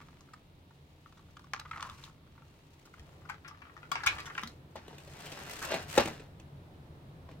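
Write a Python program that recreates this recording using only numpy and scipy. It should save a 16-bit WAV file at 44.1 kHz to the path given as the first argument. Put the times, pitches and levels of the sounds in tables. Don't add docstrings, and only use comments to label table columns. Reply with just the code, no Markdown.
import sys
import numpy as np
from scipy import signal
from scipy.fft import rfft, irfft
from scipy.io import wavfile
from scipy.ndimage import uniform_filter1d

SR = 44100
rng = np.random.default_rng(int(sys.argv[2]) if len(sys.argv) > 2 else 0)


def to_wav(sig):
    pcm = np.clip(np.atleast_2d(sig), -1, 1) * 32767
    pcm = np.round(pcm).astype(np.int16)
    wavfile.write(sys.argv[1], SR, pcm.T)


N = 326340
MIC_SPACING_M = 0.16


def gain_of(db):
    return 10 ** (np.asarray(db) / 20)


def unit_rms(x):
    return x / np.sqrt(np.mean(x ** 2) + 1e-20)


def at_hz(points, hz):
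    f, value = np.transpose(points)
    return np.interp(np.log(hz + 1), np.log(f + 1), value)


def curve_db(rows, column):
    rows = np.vstack(rows)
    return np.interp(np.arange(N) / SR, rows[:, 0], rows[:, column], -120, -120)


def coloured(x, spectrum):
    hz = np.fft.rfftfreq(x.shape[-1], 1 / SR)
    return unit_rms(irfft(rfft(x) * gain_of(at_hz(spectrum, hz)), x.shape[-1]))


def resonance(x, hz, width_hz):
    r = np.exp(-np.pi * width_hz / SR)
    return unit_rms(signal.lfilter([1, 0, -1], [1, -2 * r * np.cos(2 * np.pi * hz / SR), r * r], x))


def grains(per_s, spread_db):
    size = gain_of(spread_db * np.minimum(rng.exponential(1, N), 4)) * rng.choice([-1, 1], N)
    return size * (rng.random(N) < per_s / SR)


def diffuse(x):
    left, other = rfft(x)
    coherence = np.sinc(2 * np.fft.rfftfreq(x.shape[1], 1 / SR) * MIC_SPACING_M / 343)
    right = coherence * left + np.sqrt(1 - coherence ** 2) * other
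    return irfft(np.array([left, right]), x.shape[1])


# (frequency [Hz], level [dB])
HISS_SPECTRUM = [(110, -53), (180, -24), (267, 1.5), (360, -5.5), (477, -39), (505, -21), (763, -43),
                 (903, -5.5), (1090, -18.5), (3820, -13.5), (6710, -33.5), (15900, -27.5)]
# (frequency [Hz], width [Hz], level [dB])
ROOM_MODES = [(33.4, 31, -8.5), (82.1, 15, -1), (142.2, 21, 0.5), (264, 27, -13.5)]
# (time [s], rumble [dB], hush [dB])
BACKGROUND = [(0.0, -56.5, -68), (1.05, -60, -68.5), (1.81, -54, -70.5), (2.82, -61, -66.5),
              (3.17, -55.5, -61.5), (3.56, -58.5, -68), (4.1, -56, -57.5), (4.72, -55, -63),
              (5.46, -54, -60), (6.04, -49.5, -59), (6.25, -52.5, -61.5), (7.4, -52, -61)]


def room_tone():
    def noise():
        return rng.standard_normal((2, N))
    hiss = gain_of(-69) * coloured(noise(), HISS_SPECTRUM)
    rumble = unit_rms(sum(gain_of(db) * resonance(noise(), hz, width) for hz, width, db in ROOM_MODES))
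    rumble *= gain_of(curve_db(BACKGROUND, 1))
    hush = coloured(noise(), [(150, -35), (300, 8.5), (900, 0.5), (2500, -14), (6000, -26.5)])
    hush *= gain_of(curve_db(BACKGROUND, 2))
    flutter = gain_of(-79) * coloured(noise(), [(15, -6), (35, 6), (110, -7), (250, -57)])
    return flutter + diffuse(hiss + rumble + hush)


def small_contacts(modes, per_s, spread_db, centre_hz, db_per_octave):
    clicks = unit_rms(grains(per_s, spread_db))
    soften = signal.butter(2, 6100, fs=SR, output="sos")
    weights = [gain_of(-db_per_octave * abs(np.log2(hz / centre_hz)) + db) for hz, db, _ in modes]
    out = 0
    for weight, (hz, _, t60) in zip(weights, modes):
        drive = signal.sosfilt(soften, clicks * rng.normal(1, 1, (2, N)))
        out += weight * resonance(drive, hz, width_hz=1.96 / t60)
    return out / np.linalg.norm(weights)


def stirred(handling_db, strikes, shake_db, t60):
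    kicks = np.zeros(N)
    starts, db = np.transpose(strikes)[:2]
    np.add.at(kicks, np.round(starts * SR).astype(int), gain_of(db + shake_db) ** 2)
    shake_power = signal.lfilter([1], [1, -gain_of(-120 / (t60 * SR))], kicks)
    return np.sqrt(gain_of(handling_db) ** 2 + shake_power)


# (frequency [Hz], energy [dB], t60 [s])
TRUCK_MODES = [(850, -3, .018), (950, -3, .022), (1070, -3, .022), (1185, 0, .03), (1300, -3, .022),
               (1400, -3, .02), (1630, -4, .014), (1750, -5, .012), (1960, -4, .01), (2230, -3, .01),
               (2500, -6, .007), (2750, -7, .007), (3120, -6, .006), (3490, -6, .005), (4000, -5, .005),
               (4500, -8, .004), (5100, -7, .004), (5640, -9, .003), (6500, -11, .003)]
# (time [s], rattle [dB], finger rub [dB])
HANDLING = [(0.0, -63.5, -70.5), (0.48, -92, -78), (1.19, -79, -73.5), (1.64, -73, -75), (1.76, -65, -66),
            (1.93, -65, -62.5), (2.05, -68, -60.5), (2.2, -77.5, -84), (2.52, -75.5, -71), (2.83, -78, -71),
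            (3.05, -71, -71), (3.46, -74, -80), (3.84, -70, -76), (4.05, -62, -65), (4.1, -55.5, -53),
            (4.28, -65, -68), (4.37, -52.5, -59.5), (4.48, -78.5, -63), (4.7, -93.5, -94)]


def truck_rattle():
    rattle = small_contacts(TRUCK_MODES, per_s=300, spread_db=4.9, centre_hz=1250, db_per_octave=11)
    return rattle * stirred(curve_db(HANDLING, 1), TRUCK_CLACKS, shake_db=-23.5, t60=0.26)


def snaps(spectrum, per_s, spread_db, clump_db):
    clumps = gain_of(clump_db * unit_rms(uniform_filter1d(rng.standard_normal(N), 300)))
    middle, left, right = (grains(per_s, spread_db) * clumps for _ in range(3))
    return coloured(middle + 2.4 * np.array([left, right]), spectrum)


# (frequency [Hz], level [dB])
RUB_SPECTRUM = [(1180, -26), (2000, -2.5), (2880, 0), (3450, -7.5), (4210, -5.5), (6890, -7.5),
                (10100, -14.5), (15800, -19)]


def finger_rub():
    return snaps(RUB_SPECTRUM, per_s=5000, spread_db=2, clump_db=3) * gain_of(curve_db(HANDLING, 2))


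# (frequency [Hz], level [dB])
TICK_SPECTRUM = [(3500, -25), (6500, -3), (8500, 1), (10200, -18), (12500, -15), (14700, -11), (16000, -17)]


def blows(strikes, modes, split_hz, low_cut_hz, db_per_octave, tick_db, tick_per_hardness):
    out, t = np.zeros((2, N + SR)), np.arange(2500) / SR
    mode_hz, mode_db, t60 = np.transpose(modes)[:, :, None]
    tick = np.fft.fftshift(coloured(np.eye(1, 128)[0], TICK_SPECTRUM))
    ticks = np.array([tick, np.roll(tick, 3)])
    low_cut = signal.butter(4, low_cut_hz, "high", fs=SR, output="sos")
    for start, db, hz, hardness_db, chatter_ms in strikes:
        draws = rng.random((4, len(modes), 1))
        strength, detune, phases = draws[0], draws[1], draws[2:]
        force, gate = rng.standard_normal((2, len(t)))
        swell = t * 1000 / chatter_ms + 0.38
        chatter = force * (abs(gate) > 1.6) * swell * np.exp(-swell)
        push = 0.66 * chatter / abs(chatter).max() + 0.69 * (t == 0)
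        pitch = mode_hz * (1 + 0.078 * (detune - 0.5) * np.log2(mode_hz / 300))
        pitch[np.argmin(abs(mode_hz - hz))] = hz
        angle = 2 * np.pi * pitch * t + phases * np.minimum(mode_hz / 1300, 6)
        rings = gain_of(mode_db + 6 * strength - 60 * t / t60) * np.sin(angle) / np.sqrt(t60)
        nearness = gain_of(-db_per_octave * abs(np.log2(mode_hz / hz)))
        low = ((mode_hz < split_hz) * nearness * rings).sum(1)
        low *= 1 - np.exp(-t * hz * 4.15)
        upper = ((mode_hz >= split_hz) * rings).sum(1)
        for response, drive, peak_db in ((low, push, db), (upper, chatter, db + hardness_db),
                                         (ticks, chatter, db + tick_db + tick_per_hardness * hardness_db)):
            sound = signal.sosfilt(low_cut, signal.fftconvolve(drive[None], response, axes=1))
            sound *= gain_of(peak_db) / abs(sound).max()
            out[:, round(start * SR):][:, :sound.shape[1]] += sound
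    return out[:, :N]


# (time [s], level [dB], pitch [Hz], hardness [dB], chatter [ms])
TRUCK_CLACKS = [(0.014,-44.5,1160,-15,1.8),(0.207,-53,1150,10.5,2.7),(0.286,-51,1190,-18,2.9),(0.335,-40.5,970,-0.5,2.4),(0.708,-52,910,-21,2),(1.06,-43.5,895,-25,0.81),(1.124,-51.5,1150,2.5,2.7),(1.173,-53.5,1260,1,5.8),(1.193,-53.5,1150,-2,2.3),(1.368,-40.5,1200,-2,1.9),(1.394,-47,888,3.5,1.7),(1.442,-48,1140,-2,1.4),(1.535,-19.5,1197,-4,1),(1.572,-45,1240,-5,2.6),(1.597,-35,1310,5.5,1.4),(1.61,-43,1250,-21,2.2),(1.651,-40,1220,-26,4.8),(1.712,-28,1693,-14,1.7),(1.733,-35.5,1160,-18,5),(1.76,-33.5,940,-22,2.7),(1.78,-46,1055,-31,1.8),(1.797,-32.5,1124,-20,3),(1.806,-38.5,1260,3,1.4),(1.826,-26,1200,-1,0.91),(1.897,-40,1090,7,1.2),(1.983,-49.5,1155,-1,4.6),(2.037,-46.5,1060,10.5,2.5),(2.076,-46.5,1016,-8,3.4),(2.097,-50,800,-4,1.8),(2.378,-49,1065,-20,3.7),(2.421,-51,1030,-22,1.8),(2.854,-52,1390,7,5),(2.874,-48.5,1100,-20,1.1),(2.939,-41,1220,-11,1.1),(2.995,-51,1975,6,1.5),(3.252,-45,1200,-9,2.6),(3.291,-36.5,1430,-4,3),(3.297,-28,862,-8.5,2.6),(3.32,-46,1320,-22,2.5),(3.447,-41.5,1970,-22,9.2),(3.478,-40.5,1180,3,4.1),(3.511,-43,875,-20,1.6),(3.546,-47,1240,-25,1.7),(3.619,-41,1400,-16,2.9),(3.653,-44.5,948,-24,1.8),(3.669,-49,1270,-25,3),(3.696,-46,1132,-23,1.6),(3.766,-40,1232,-15,1.7),(3.83,-39.5,1440,-19,2.6),(3.916,-21,1094,-1,2.4),(3.955,-22,1700,-15,1.3),(4.004,-36.5,1690,-19,3.2),(4.035,-29,1344,-1.5,2.9),(4.062,-19.5,1590,4.5,4.9),(4.07,-12.5,2290,-6.5,2.6),(4.183,-31,1705,-7,3.4),(4.2,-35.5,1860,2.5,2.8),(4.257,-36.5,1920,3.5,5.3),(4.27,-35.5,1410,-21,4.3),(4.3,-35.5,1305,-28,3),(4.352,-31.5,1950,-12,0.89),(4.378,-23.5,1910,-9,3.2),(4.434,-31.5,1020,2.5,1.4),(4.474,-42,2140,11,1.9)]


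def truck_clacks():
    return blows(TRUCK_CLACKS, TRUCK_MODES, split_hz=2900, low_cut_hz=1130, db_per_octave=13,
                 tick_db=-17, tick_per_hardness=0.59)


# (frequency [Hz], width [Hz], level [dB])
CAVITY_MODES = [(1100, 93, 3), (1240, 150, -8)]
# (time [s], level [dB])
SLIDE_LEVEL = [(1.7, -71), (1.72, -60), (1.81, -56), (1.85, -44), (2.06, -78)]


def sliding_part():
    slips = grains(per_s=660, spread_db=2.2)
    cavity = sum(gain_of(db) * resonance(slips, hz, width) for hz, width, db in CAVITY_MODES)
    return unit_rms(cavity) * gain_of(curve_db(SLIDE_LEVEL, 1))


# (time [s], level [dB], pitch [Hz])
LOW_THUMPS = [(1.847, -43, 136), (2.994, -46.5, 64), (3.912, -45, 282), (4.065, -37, 96.4),
              (4.078, -43, 76), (4.433, -35.5, 232), (4.755, -42, 234), (5.74, -35, 189), (5.979, -36, 250),
              (5.987, -31, 85), (6.059, -35, 134)]


def thumps(cycles_to_t60=10.3):
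    out, t = np.zeros(N + SR), np.arange(SR // 2) / SR
    attack = 1 - np.exp(-t / 0.0012)
    for start, db, hz in LOW_THUMPS:
        swing = gain_of(db - 60 * t * hz / cycles_to_t60) * attack * np.sin(2 * np.pi * hz * t)
        out[round(start * SR):][:len(t)] += swing
    return out[:N]


# (frequency [Hz], level [dB], t60 [s])
AXLE_MODES = [(14650, -17, 0.14), (15010, 0, 0.022), (15150, -34, 0.4)]


def axle_ping(start_s=4.064, peak_db=-37):
    t = np.maximum(np.arange(N) / SR - start_s, 0)
    ping = sum(gain_of(db - 60 * t / t60) * np.sin(2 * np.pi * hz * t) for hz, db, t60 in AXLE_MODES)
    return gain_of(peak_db) * ping / abs(ping).max()


# (frequency [Hz], energy [dB], t60 [s])
BOX_MODES = [(233, -8, .04), (365, -7, .02), (450, -2, .022), (570, 0, .026), (690, -3, .018),
             (775, -3, .018), (920, -3, .014), (1100, -3, .014), (1340, -2, .012), (1530, -1, .012),
             (1700, -3, .01), (1930, -4, .008), (2440, -5, .006), (2740, -3, .006), (3430, -6, .005),
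             (3980, -7, .004), (5200, -10, .003)]
# (time [s], scrape [dB], bag crackle [dB])
DRAG = [(4.7, -83.5, -76), (4.86, -62, -72), (5.03, -67.5, -63.5), (5.22, -54, -56.5), (5.55, -52, -48.5),
        (5.63, -58, -44.5), (5.72, -37, -47.5), (5.85, -55.5, -57.5), (5.92, -58.5, -47.5),
        (5.97, -37.5, -41.5), (6.0, -53, -43), (6.12, -51, -54.5), (6.18, -57.5, -64), (6.38, -86, -88)]


def cardboard_scrape():
    scrape = small_contacts(BOX_MODES, per_s=900, spread_db=1.5, centre_hz=756, db_per_octave=1.45)
    return scrape * stirred(curve_db(DRAG, 1), BOX_KNOCKS, shake_db=-16.5, t60=0.19)


# (frequency [Hz], level [dB])
BAG_SPECTRUM = [(710, -12), (1200, -1.5), (1660, -5.5), (2320, -3.5), (3740, -7.5), (8720, -9),
                (10000, -17), (12700, -14.5), (16000, -20)]


def bag_crackle():
    return snaps(BAG_SPECTRUM, per_s=2500, spread_db=3.9, clump_db=4) * gain_of(curve_db(DRAG, 2))


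# (time [s], level [dB], pitch [Hz], hardness [dB], chatter [ms])
BOX_KNOCKS = [(4.756,-32,765,-13.5,3.7),(4.88,-40.5,368,-3.5,1.8),(4.906,-49,790,-18,2.2),(4.929,-43,670,-19,2.5),(4.982,-50,575,9.5,2.3),(5.076,-45.5,565,0,3),(5.262,-47.5,630,12.5,7.3),(5.319,-44,452,11,3.3),(5.374,-35.5,1660,-13,2.5),(5.618,-32.5,1460,-3,6),(5.631,-30.5,1510,-10,3.2),(5.645,-34,1500,-18,2.6),(5.675,-40,490,-14,2.6),(5.718,-26.5,490,-21,2.2),(5.737,-23.5,780,-1,6.3),(5.891,-51,480,6,3.6),(5.937,-44,580,6,3.3),(5.976,-7.5,571,-6.5,3.1),(6.009,-25.5,560,-11,2.2),(6.055,-30,377,2,3),(6.074,-29,925,-1.5,3.6),(6.109,-40,477,-9,3.4),(6.197,-42.5,405,0,3.5),(6.398,-51.5,340,9.5,1.8),(7.289,-43,843,-25,2.1),(7.313,-47.5,300,-1.5,1.8)]


def box_knocks():
    return blows(BOX_KNOCKS, BOX_MODES, split_hz=2300, low_cut_hz=192, db_per_octave=23,
                 tick_db=-8, tick_per_hardness=0.8)


# (frequency [Hz], t60 [s])
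ROOM_DECAY = [(100, 0.43), (500, 0.12), (1500, 0.17), (5000, 0.16), (15000, 0.048)]


def room_reverb(x):
    out, turn = 0, 2 * np.pi * 3.1 * np.arange(N) / SR
    for k in range(3):
        taps = np.zeros((2, SR // 2))
        slots = np.arange(160, SR // 2 - 20, 20)
        arrivals = slots + rng.integers(0, 20, (2, len(slots)))
        np.put_along_axis(taps, arrivals, rng.choice([-1., 1.], arrivals.shape), 1)
        hz, t, bands = signal.stft(diffuse(taps), SR, nperseg=256)
        decay = gain_of(-60 * t / at_hz(ROOM_DECAY, hz)[:, None])
        tail = signal.istft(bands * decay, SR, nperseg=256)[1]
        tail /= np.linalg.norm(tail[0])
        share = np.sqrt(2 / 3) * np.cos(turn + k * np.pi / 3)
        out += signal.fftconvolve((x * share)[None], tail, axes=1)[:, :N]
    return out


# (time [s], left over right [dB], reverb send [dB])
TOY_POSITION = [(0, 1, -10.5), (2.8, 1, -11.5), (3.6, 7.5, -3.5), (3.9, 5.5, -3), (4.4, 2.5, -7),
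                (5.6, 2, -5), (5.95, 1.5, -9), (7.4, 0, -7)]


def scene():
    truck = truck_rattle() + sliding_part() + finger_rub() + truck_clacks() + axle_ping()
    toys = truck + cardboard_scrape() + bag_crackle() + box_knocks()
    thuds = thumps()
    side_db = curve_db(TOY_POSITION, 1)
    right_lag_us = 32 + 19 * side_db
    delayed = np.arange(N) - np.round(right_lag_us * SR / 1e6).astype(int)
    left = toys[0] * gain_of(side_db / 2)
    right = toys[1][np.clip(delayed, 0, N - 1)] * gain_of(-side_db / 2)
    reverb = room_reverb((toys.mean(0) + thuds) * gain_of(curve_db(TOY_POSITION, 2)))
    return np.array([left, right]) + thuds + reverb + room_tone()


def record(dry):
    return signal.oaconvolve(dry, signal.firwin(511, 16000, window=("kaiser", 9), fs=SR)[None], "same")


dry = scene()
out = record(dry)
to_wav(out)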